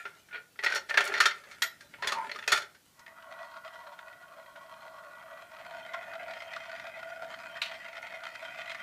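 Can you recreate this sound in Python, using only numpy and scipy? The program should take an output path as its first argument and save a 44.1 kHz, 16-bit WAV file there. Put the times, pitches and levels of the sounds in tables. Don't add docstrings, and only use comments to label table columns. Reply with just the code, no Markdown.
import sys
import numpy as np
from scipy import signal
from scipy.fft import rfft, irfft
from scipy.io import wavfile
from scipy.ndimage import uniform_filter1d, map_coordinates

SR = 44100
rng = np.random.default_rng(int(sys.argv[2]) if len(sys.argv) > 2 else 0)


def to_wav(s):
    ch = np.atleast_2d(s).T
    pcm = np.round(np.clip(ch, -1, 1) * 32767)
    wavfile.write(sys.argv[1], SR, pcm.astype(np.int16))


def makeup_ratio(level_db):
    decades = np.asarray(level_db, float) / 20
    return 10 ** decades


N = 388962
SIZE = 8192


def unit(x):
    return x / np.sqrt(np.mean(x ** 2) + 1e-20)


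def steady(x, span):
    return x / np.sqrt(np.abs(uniform_filter1d(x ** 2, int(span * SR))) + 1e-12)


def along(points, hz):
    f, v = np.transpose(points)
    return np.interp(np.log(hz + 1), np.log(f + 1), v)


def curves(rows):
    s, *columns = np.transpose(rows)
    t = np.arange(N) / SR
    return [np.interp(t, s, column, left=-120) for column in columns]


def wobble(rate):
    knots = rng.standard_normal(int(N * rate / SR) + 4)
    return map_coordinates(knots, [np.arange(N) * rate / SR])


def peak(f, centre, width):
    damping = (f * width) ** 2
    return damping / ((centre ** 2 - f * f) ** 2 + damping + 1e-9)


def body(modes, wall, wall_db, scatter_db=0, count=1, size=SIZE):
    f = np.fft.rfftfreq(size, 1 / SR)
    centre, width, db = np.transpose(modes)
    luck = rng.standard_normal((count, 2, len(centre)))
    centre = (centre * (1 + 0.0042 * scatter_db * luck[:, 0]))[..., None]
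    strength = makeup_ratio(2 * (db + scatter_db * luck[:, 1]))[..., None]
    power = np.sum(strength * peak(f, centre, width[:, None]), axis=1)
    thin = along([(200, -30.0), (400, -11.0), (600, -0.5)], f)
    return f, np.sqrt(power * makeup_ratio(2 * thin) + makeup_ratio(2 * (along(wall, f) + wall_db)))


def causal(gain):
    cepstrum = irfft(np.log(gain + 1e-6))
    half = gain.shape[-1] - 1
    cepstrum[..., 1:half] *= 2
    cepstrum[..., half + 1:] = 0
    return np.exp(rfft(cepstrum))


def through(x, gain):
    response = irfft(causal(gain), SIZE)[:SIZE // 2]
    return unit(signal.oaconvolve(x, response)[:len(x)])


def roughness(rate, spread_db, smooth):
    bumps = rng.random(N) < rate / SR * makeup_ratio(4 * wobble(25))
    sizes = rng.standard_normal(N) * makeup_ratio(spread_db * rng.exponential(size=N).clip(0, 3))
    return unit(bumps * sizes) + smooth * rng.standard_normal(N)


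def roaming(contact, gain, span, depth_db):
    z = signal.stft(through(contact, gain), nperseg=1024)[2]
    field = rng.standard_normal(z.shape)
    for axis, size in enumerate((3, span)):
        field = uniform_filter1d(field, size, axis=axis)
        field = uniform_filter1d(field, size, axis=axis)
    drifting = signal.istft(z * makeup_ratio(depth_db * unit(field)), nperseg=1024)[1]
    return steady(drifting[:len(contact)], span=0.17)


SKID, SKID_T60_S = .09, .02


def strikes(s, db, low_db, high_db, t60, f, gain, rattle):
    size = 2 * (len(f) - 1)
    t = np.arange(size // 2) / SR
    noise = rng.standard_normal((len(s), len(t)))
    chatter = rattle * makeup_ratio(-60 * t / np.clip(t60, .01, .4)[:, None])
    chatter = chatter + SKID * makeup_ratio(-60 * t / SKID_T60_S)
    push = noise * chatter * (1 - np.exp(-t / 0.00085))
    push[:, 0] += .8
    lows = np.interp(np.log(f + 1), np.log([700, 1200]), [1, 0])
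    highs = np.interp(np.log(f + 1), np.log([3000, 8000]), [0, 1])
    tint = makeup_ratio(low_db[:, None] * lows + high_db[:, None] * highs)
    ringing = irfft(rfft(push, size) * causal(gain * tint))
    ringing *= (makeup_ratio(db) / np.abs(ringing).max(axis=1))[:, None]
    at = np.round(s * SR).astype(int)[:, None] + np.arange(size)
    return np.bincount(at.ravel(), ringing.ravel(), N + SIZE)[:N]


# (frequency [Hz], level [dB per Hz])
HISS = [(12, -52), (20, -18), (74, -4.5), (177, -3.5), (248, -6), (337, -7), (446, -8), (499, -7),
        (1030, -11), (14300, -16.5), (16000, -19)]


def hiss():
    f = np.fft.rfftfreq(SIZE, 1 / SR)
    return makeup_ratio(-66 + 0.22 * wobble(2.7)) * through(rng.standard_normal(N), makeup_ratio(along(HISS, f)))


# (time [s], nearness [0-1])
LEAN_IN = [
    (5.3, 0),
    (5.8, 1),
]


def nearness():
    return np.clip(curves([(0, 0)] + LEAN_IN)[0], 0, 1)


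STAND_DB, NEAR_DB = -76.5, 7.5
BOWL_S, BOWL_DB, BOWL_SPAN_S = 2.14, 10.5, 0.37


def shudder():
    f = np.fft.rfftfreq(SIZE, 1 / SR)
    low = makeup_ratio(along([(20, -18.5), (75, -3.5), (200, 3.0), (330, -1.0), (450, -23.5), (900, -93.5)], f))
    bowl = np.exp(-((np.arange(N) / SR - BOWL_S) / BOWL_SPAN_S) ** 2)
    level_db = STAND_DB + NEAR_DB * nearness() + BOWL_DB * bowl + .8 * wobble(1.1)
    return makeup_ratio(level_db + 2.2 * wobble(11.0)) * through(rng.standard_normal(N), low)


# (time [s], frequency [Hz], level [dB], T60 [s], rise [s])
RINGS = [(0, 1390, -42, .15, .002), (0.056, 1400, -36, .12, .003), (.33, 445, -47, .3, .02),
         (0.3, 1450, -33, 0.45, 0.031), (.325, 2380, -36, .15, 0.033), (1.205, 70.6, -53, .1, .004),
         (1.622, 12380, -35, 0.18, 0.0018), (1.622, 3900, -20.5, 0.032, 0.00074),
         (1.622, 3245, -21, 0.04, 0.00037), (1.626, 1393, -23.5, 0.1, 0.004), (1.63, 1970, -33, 0.17, .004),
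         (1.64, 663, -44, 0.19, 0.0056), (1.98, 953, -44, 0.3, 0.0098), (2.03, 1050, -35, 0.41, .02),
         (2.072, 70.4, -51, 0.065, .004), (2.1, 1245, -27, 0.2, 0.015), (2.14, 903, -21, 0.38, 0.031),
         (2.15, 985, -24, 0.35, 0.033), (2.17, 914, -27.5, 0.27, 0.023), (2.27, 250, -46, 0.1, 0.0044),
         (2.522, 163, -47, 0.14, .004), (2.526, 1367, -20.5, 0.17, 0.005),
         (5.937, 1073, -29.5, 0.088, 0.002), (5.939, 1408, -26, 0.1, 0.002), (2.16, 1040, -34, .3, .015),
         (2.19, 1290, -38, .25, .02), (2.225, 1450, -38, .15, .01), (2.115, 1120, -33, .2, .012),
         (2.11, 798, -35, .2, 0.0088)]


def rings():
    out, t = np.zeros(N + SR), np.arange(SR // 2) / SR
    damped = 1 / (1 + (t / 0.11) ** 8)
    for s, hz, db, t60, rise in RINGS:
        sway = map_coordinates(rng.standard_normal(SR // 1000), [t * 60])
        swell = makeup_ratio(db - 60 * t / t60) * (1 - np.exp(-t / rise)) ** 2
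        out[round(s * SR):][:len(t)] += damped * swell * np.sin(2 * np.pi * hz * t + 1.18 * sway)
    return out[:N]


# (time [s], level [dB])
JOSTLE = [(0.0, -49.5), (0.12, -59.5), (0.42, -84), (0.66, -68), (0.79, -47), (0.84, -80), (0.99, -34),
          (1.16, -40), (1.3, -57.5), (1.55, -55), (1.78, -68), (1.99, -61.5), (2.06, -45), (2.17, -45),
          (2.24, -49), (2.46, -56.5), (2.53, -39), (2.7, -79)]
# (frequency [Hz], width [Hz], level [dB])
TUBES = [(444, 41, -9.5), (550, 14, -26), (896, 32, -8.5), (1390, 26.9, 0.5), (1810, 53, -2.5),
         (2140, 400, -9), (3290, 130, -15.5), (3523, 50, -9.5), (4290, 330, -9), (4850, 190, -18.5),
         (5510, 190, -12), (6010, 250, -19), (6680, 170, -14.5), (7950, 73, -38)]
# (frequency [Hz], level [dB per Hz])
TUBE_WALL = [(59, -66.5), (100, -30), (302, -23), (415, -5), (502, -17.5), (558, -4), (1060, -18),
             (1360, -4.5), (10500, -23), (14700, -38.5), (16000, -51)]
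SCRAPE_DB, SCRAPE_GROWS = -62.5, 0.34


def jostle():
    busy = 3 * SR
    dull_db = curves(JOSTLE)[0][:busy]
    bright_db = SCRAPE_DB + SCRAPE_GROWS * (dull_db + 48.5)
    f, (gain,) = body(TUBES, TUBE_WALL, wall_db=0.0)
    contact = roughness(rate=1200, spread_db=2.5, smooth=0.94) * makeup_ratio(1.4 * wobble(30.1))
    contact = contact[:busy]
    dull = roaming(contact, gain / (1 + (f / 2800) ** 6), 4, depth_db=4.5)
    bright_gain = makeup_ratio(along(TUBE_WALL, f)) / (1 + (2800 / (f + 1)) ** 6)
    bright = roaming(contact, bright_gain, 4, depth_db=4.5)
    return np.pad(makeup_ratio(dull_db) * dull + makeup_ratio(bright_db) * bright, (0, N - busy))


# (time [s], level [dB], sharp highs [dB], note [Hz])
TAPS = [(0.0044, -49, -54, 1390), (0.0538, -29.5, -38, 1407), (0.2862, -45.5, -50, 1600),
        (0.3105, -44, -55, 1460), (0.335, -37, -50, 2370), (0.356, -32.5, -43, 2370),
        (0.3278, -38, -51, 2360), (0.3457, -30.5, -52, 1480), (0.378, -41, -60, 1420),
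        (0.558, -50, -50, 1390)]
# (time [s], level [dB], sharp highs [dB], note [Hz])
CASCADE = [(0.5903, -26, -31, 1950), (0.6275, -31, -27, 1810), (0.6366, -21, -21, 1430),
           (0.6448, -19.5, -15, 1595), (0.6629, -16.5, -29.5, 1904), (0.6675, -21, -29.5, 1900),
           (0.678, -26.5, -24.5, 1500), (0.6915, -28, -25, 2000), (0.7005, -27.5, -22, 1450),
           (0.7115, -28, -24.5, 1450), (0.7222, -20.5, -21, 1560), (0.7378, -23, -31, 1470),
           (0.7484, -25, -5, 1870), (0.7565, -19, -14, 1390), (0.762, -24, -12, 5600),
           (0.7675, -22.5, -25, 1450), (0.778, -29, -22, 1500), (0.9005, -29, -11, 2300),
           (0.8904, -33.5, -16.5, 1810), (0.8957, -26, -23.5, 1400), (0.9086, -21, -48, 1810),
           (0.9419, -19.5, -25.5, 1750), (0.9738, -8, -21.5, 1650), (0.977, -12.5, -28, 1420),
           (0.981, -16, -28, 2100), (1.0066, -16.5, -19, 1390), (1.0404, -28.5, -1, 1590),
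           (1.0523, -26.5, 7, 1380), (1.0654, -24.5, -23, 1390), (1.0754, -28, 0, 1390),
           (1.1274, -37, -6, 1850), (1.1395, -21, -27.5, 1840), (1.151, -24.5, -28, 1950),
           (1.165, -26, -28, 1600), (1.18, -25.5, -25, 1950), (1.1752, -26.5, -27, 1330), ]
# (time [s], level [dB], sharp highs [dB], note [Hz])
DROPS = [(1.2032, -10.5, -18, 1390), (1.2065, -14, -20, 1390), (1.2125, -17, -22, 1390),
         (1.2365, -22, -24, 1390), (1.2244, -23, -30.5, 1330), (1.2585, -13, -19, 1390),
         (1.2562, -10.5, -19, 1390), (1.284, -24, -23, 1326), (1.3094, -27.5, -24, 2080)]
# (time [s], level [dB], sharp highs [dB], note [Hz])
LONE = [
    (1.4391, -45, -32, 1390),
    (1.513, -39, -15, 1390),
    (1.6209, -14.5, -9.5, 1940),
    (1.808, -40, -9, 1610),
]
# (time [s], level [dB], sharp highs [dB], note [Hz])
BUMPS = [(1.939, -36.5, -62, 2180), (1.985, -47, -37, 940), (2.0239, -23, -24, 1010),
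         (2.034, -26.5, -30, 1880), (2.073, -17.5, -10.5, 3420), (2.088, -26, -30, 1910),
         (2.1212, -19.5, -15, 1145), (2.045, -28, -30, 1420), (2.095, -24.5, -27, 1930)]
# (time [s], level [dB], sharp highs [dB], note [Hz])
RATTLE = [(2.2251, -46, -40, 1420), (2.245, -39.5, -42, 1700), (2.2694, -35, -32, 1700),
          (2.2951, -29, -31, 1870), (2.3155, -26.5, -26, 1970), (2.3484, -35, -30, 2040),
          (2.439, -35, -30, 2500), (2.36, -30.5, -22, 1250), (2.389, -30.5, -30, 1670),
          (2.4264, -33, -32, 1900)]
# (time [s], level [dB], sharp highs [dB], note [Hz])
LANDING = [(2.4776, -15, -14.5, 2490), (2.5195, -14, -7, 3470), (2.5225, -11.5, -11.5, 1420),
           (2.529, -13, -21, 1390), (2.547, -21, -19, 1390), (2.503, -27.5, -20, 1400),
           (2.62, -32, -19, 1510), (2.5614, -23.5, -14, 2470), (2.5746, -21, -15, 1390),
           (2.7485, -47, -21, 1560)]
# (time [s], level [dB], sharp highs [dB], note [Hz])
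SHELL = [
    (2.9936, -42.5, -6, 1430),
    (8.021, -46, -2, 2070),
]
HOLLOW_SCATTER_DB, RATTLE_SCATTER = 1.5, 0.063


def run_blows():
    # (blows, hollow lows [dB], rattle T60 [s])
    kinds = [(TAPS, -15, 0.11), (CASCADE, -15.5, 0.075), (DROPS, -23, .09), (SHELL, -20, .06),
             (LONE, -25, 0.11), (BUMPS, -13.5, 0.095), (RATTLE, -17, 0.048), (LANDING, -17, .1)]
    blows = [row + (low, t60) for rows, low, t60 in kinds for row in rows]
    s, db, high_db, note_hz, low_db, t60 = np.transpose(blows)
    luck = rng.standard_normal((len(s), 2))
    low_db = low_db + HOLLOW_SCATTER_DB * luck[:, 0]
    t60 = t60 * np.exp(RATTLE_SCATTER * luck[:, 1])
    f, gain = body(TUBES, TUBE_WALL, wall_db=-5.5, scatter_db=3, count=len(s))
    gain = np.sqrt(gain ** 2 + makeup_ratio(7.5) * peak(f, note_hz[:, None], 59))
    return strikes(s, db + 0.6, low_db + 13.5, high_db + 12.0, t60, f, gain, rattle=0.11)


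# (frequency [Hz], T60 [s])
ROOM = [(200, 0.46), (1500, 0.29), (10000, 0.18)]


def room(x):
    hz, t, z = signal.stft(rng.standard_normal(SR // 2), SR, nperseg=256)
    decay = makeup_ratio(-60 * t / along(ROOM, hz)[:, None])
    tail = signal.istft(z * decay, SR, nperseg=256)[1]
    delayed = np.pad(x, (250, 0))
    return signal.fftconvolve(delayed, tail / np.linalg.norm(tail))[:N]


# (time [s], level [dB])
THUDS = [
    (1.939, -56),
    (2.072, -43),
    (2.993, -58),
]
THUD_S = 0.002


def thuds():
    out = np.zeros(N)
    for s, db in THUDS:
        u = np.clip(np.arange(N) / SR - s, 0, 1) / THUD_S
        out += makeup_ratio(db) * u * (2 - u) * np.exp(-u)
    return out


# (time [s], whirr level [dB])
CIRCLING = [(2.85, -83.5), (3.0, -60.5), (3.18, -54), (3.41, -47), (3.9, -50), (4.25, -54.5), (4.76, -51),
            (5.35, -51), (5.48, -55), (5.78, -47.5), (6.3, -46), (6.64, -48), (7.2, -46), (7.9, -47.5),
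            (8.5, -46), (8.82, -46)]
LAPS = [2.43, 3.4, 4.4, 5.4, 6.33, 7.28, 8.29, 9.2]
# (part of the lap [0-1], hum [dB], whirr [dB], grit [dB])
LAP = [(0, 3.5, 1, 1.5), (.07, -4, -2.5, 1.5), (.2, -0.5, 0, 1.5), (.45, 0.5, 0, 2.5), (.6, -0.5, 0, -3),
       (.9, 1.5, 0, -3)]
HUM_DB, GRIT_DB = (-4.5, -1), (-20, -15.5)
SINK_S, SINK_HUM_DB, SINK_GRIT_DB = (7.5, 7.8), -3, 3.5
HUM_LAG_S, HUM_LAG_DB = (2.9, 3.3), -9.5


def pressing():
    t = np.arange(N) / SR
    lap = np.interp(t, LAPS, np.arange(len(LAPS))) % 1
    part, *swings = np.transpose(LAP)
    pressure_db = curves(CIRCLING)[0]
    hum, whirr, grit = [pressure_db + np.interp(lap, part, db, period=1) for db in swings]
    near, sunk = nearness(), np.interp(t, SINK_S, (0, 1))
    hum_db = np.interp(near, (0, 1), HUM_DB) + SINK_HUM_DB * sunk
    hum_db = hum_db + np.interp(t, HUM_LAG_S, (HUM_LAG_DB, 0))
    grit_db = np.interp(near, (0, 1), GRIT_DB) + SINK_GRIT_DB * sunk
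    return hum + hum_db, whirr, grit + grit_db


# (frequency [Hz], level [dB per Hz])
FUNNEL_WALL = [(240, -34.5), (400, -82), (665, -14), (874, -22), (1430, -28), (2040, -38), (2940, -15.5),
               (3810, -12.5), (9000, -23.5), (11700, -85), (19800, -120)]
SINK_WHIRR_DB = -2.5
CONE_HZ, CONE_WIDTH_HZ, CONE_DB = 2160, 970, (-18.5, -5)


def rolling(modes, wall_db, contact, wander_db, heard):
    hum_db, whirr_db, grit_db = [db[heard] for db in pressing()]
    t, contact = np.arange(N)[heard] / SR, contact[heard]
    f, (gain,) = body(modes, FUNNEL_WALL, wall_db)
    low, high = 1 / (1 + (f / 820) ** 12), 1 / (1 + (2800 / (f + 1)) ** 6)
    hum = roaming(contact, gain * low, 3, depth_db=wander_db)
    hum = makeup_ratio(hum_db - 1.0 + 1.34 * wobble(14)[heard]) * hum
    specks = contact * np.abs(contact) ** 0.15 * makeup_ratio(3.0 * wobble(45)[heard])
    specks = steady(specks, span=0.12)
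    wall = roaming(contact + .3 * specks, gain * (1 - low) * (1 - high), 8, depth_db=3.5)
    whirr = makeup_ratio(whirr_db - 1.5 + np.interp(t, SINK_S, (0, SINK_WHIRR_DB))) * wall
    cone = roaming(specks, gain * peak(f, CONE_HZ, CONE_WIDTH_HZ), 5, depth_db=4.5)
    cone = makeup_ratio(whirr_db + np.interp(t, SINK_S, CONE_DB)) * cone
    grit = makeup_ratio(grit_db) * roaming(specks, gain * high / (1 + (f / 6500) ** 2), 4, depth_db=5.0)
    out = np.zeros(N)
    out[heard] = hum + whirr + cone + grit
    return out


# (frequency [Hz], width [Hz], level [dB])
FUNNEL = [(667.4, 23.8, 7.5), (934, 36, -8), (1173, 29, -10.5), (1430, 55, -3), (1970, 170, -7.5),
          (2496, 83, -10.5), (3162, 53, -10), (3500, 46, -19.5), (4040, 26, -20.5), (4370, 46, -19.5),
          (4990, 49, -20.5)]
# (frequency [Hz], width [Hz], level [dB])
FUNNEL_FAR = [(655, 25, 2.5), (940, 30, -4.5), (1106, 60, -6), (1430, 65, -5), (1950, 19, -4.5),
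              (2470, 30, -22), (3226, 35, -14), (4130, 120, -16),
              (589, 22, -5), (692, 30, -3.5)]


def funnel():
    contact = roughness(rate=600, spread_db=3.0, smooth=0.78) * makeup_ratio(2.2 * wobble(35))
    contact = steady(contact, span=0.088)
    near = nearness()
    aside, above = slice(int(2.7 * SR), 6 * SR), slice(5 * SR, N)
    side = rolling(FUNNEL_FAR, -14.0, contact, wander_db=3.0, heard=aside)
    top = rolling(FUNNEL, -11.5, contact, wander_db=0.8, heard=above)
    return np.sqrt(1 - near) * side + np.sqrt(near) * top + hops()


# (time [s], level [dB], note [Hz])
CLACK = [
    (7.6173, -17, 3890),
    (7.6577, -28, 2900),
    (5.9351, -30.5, 1060),
    (5.9445, -26, 1410),
    (3.078, -38, 1950),
    (6.421, -31, 2100),
    (6.762, -34, 1860),
]
# (time [s], level [dB], note [Hz])
SEAM_HOPS = [(3.0633, -37, 1900), (3.2034, -49, 1480), (3.2239, -41, 1410), (3.3232, -34.5, 1430),
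             (3.39, -41, 1400), (3.4434, -43.5, 1920), (3.5132, -43, 1480), (3.5661, -41, 1440),
             (3.6474, -43, 1990), (3.678, -36, 1170), (3.7574, -40, 1430), (3.836, -44, 1950),
             (3.8694, -40, 1420), (3.9293, -45, 1450), (3.9896, -32, 1430), (4.0819, -39, 1890),
             (4.1283, -43, 1950), (4.224, -47, 1210), (4.281, -47, 1480), (4.3374, -46, 1480),
             (4.4262, -48, 1420), (4.4601, -43, 1950), (4.5249, -53, 1200), (4.5594, -36.5, 1450),
             (4.6621, -47, 1450), (4.7387, -42, 1410), (4.8292, -41, 1110), (4.8786, -43, 1440),
             (4.966, -46, 1410), (4.9839, -40, 1400), (5.0368, -45, 1150), (5.1525, -46, 1460),
             (5.1814, -45, 1470), (5.2253, -43, 1360), (5.3311, -48, 1390), (5.3755, -44, 1400),
             (5.5655, -40, 1290), (5.5934, -40, 1520), (5.6488, -35.5, 1520), (5.9401, -30, 1420),
        (6.0264, -35, 1410), (6.0788, -42, 1390), (6.1352, -35, 1310), (6.1531, -37, 1390),
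        (6.213, -40, 1470), (6.2309, -38, 1470), (6.2808, -33, 1410), (6.3113, -37, 1910),
        (6.3352, -31.5, 2000), (6.3706, -39, 1880), (6.4035, -31.5, 2090), (6.4784, -40, 1510),
        (6.5143, -37, 1900), (6.5338, -28.5, 1920), (6.5627, -27, 1450), (6.6016, -39, 1410),
        (6.6355, -35.5, 1500), (6.6944, -34.5, 1500), (6.7153, -31.5, 1510), (6.7972, -30, 2060),
        (6.868, -31.5, 1400), (6.9753, -41, 2190), (6.9907, -37, 2100), (7.0291, -31.5, 1410),
        (7.0995, -41, 2060), (7.1329, -41, 2090), (7.2446, -38, 1430), (7.324, -36, 1900),
        (7.3409, -31.5, 1390), (7.4362, -35, 1490), (7.5519, -38, 1640), (7.5704, -33, 1490),
             (7.7143, -30.5, 2060), (7.7512, -37, 2090), (7.8599, -38, 2120), (7.8849, -35, 2030),
            (7.9293, -35.5, 2050), (7.9542, -37, 2020), (7.9677, -31, 1410), (8.0271, -33, 2070),
            (8.068, -33.5, 2070), (8.1049, -40, 1890), (8.1228, -39, 1420), (8.1538, -33, 2100),
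            (8.2047, -39, 1540), (8.2361, -31, 1430), (8.266, -28.5, 1470), (8.3523, -31.5, 1440),
            (8.4242, -34.5, 1450), (8.4496, -32, 1520), (8.5075, -40, 1980), (8.5459, -36, 1450),
            (8.5858, -34, 1900), (8.6147, -30, 1900), (8.6581, -34.5, 2060), (8.6751, -31, 1970),
            (8.7015, -28.5, 2110), (8.716, -25, 2040), (8.7469, -29, 2150)]
SHARP_DB = (-14.5, -12)
CLACK_HIGH_DB, CLACK_LOW_DB, CLACK_HZ, CLACK_NOTE_DB = -9.5, -14, (2430, 3900), -8
HOP_DB, HOP_NOTE_DB, HOP_NOTE_WIDTH_HZ = -1.5, 2.5, 87


def hops():
    s, db, note_hz = np.transpose(CLACK + SEAM_HOPS)
    hard = np.arange(len(s)) < 2
    high_db = np.where(hard, CLACK_HIGH_DB, np.interp(s, np.transpose(LEAN_IN)[0], SHARP_DB))
    low_db, t60 = np.where(hard, CLACK_LOW_DB, -7), np.where(hard, .1, 0.04)
    f, gain = body(FUNNEL, FUNNEL_WALL, wall_db=-4.5, scatter_db=4, count=len(s), size=SIZE // 2)
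    clack = hard[:, None] * makeup_ratio(CLACK_NOTE_DB) * sum(peak(f, hz, 640) for hz in CLACK_HZ)
    note = makeup_ratio(HOP_NOTE_DB) * peak(f, note_hz[:, None], HOP_NOTE_WIDTH_HZ)
    gain = np.sqrt(gain ** 2 + clack + note)
    return strikes(s, db + HOP_DB, low_db, high_db, t60, f, gain, rattle=0.27)


def scene():
    far = run_blows() + jostle() + rings()
    near = funnel()
    reverberation = room(makeup_ratio(-11) * far + makeup_ratio(-10.0) * near)
    return (far + near + reverberation + shudder() + thuds() + hiss())[None]


def low_pass(x):
    return signal.sosfilt(signal.butter(12, 16450, fs=SR, output="sos"), x)


def record(dry):
    edge = signal.firwin(255, 15450, fs=SR)
    mix = signal.fftconvolve(dry, edge[None], "same", axes=1)
    return low_pass(mix)


dry = scene()
out = record(dry)
to_wav(out)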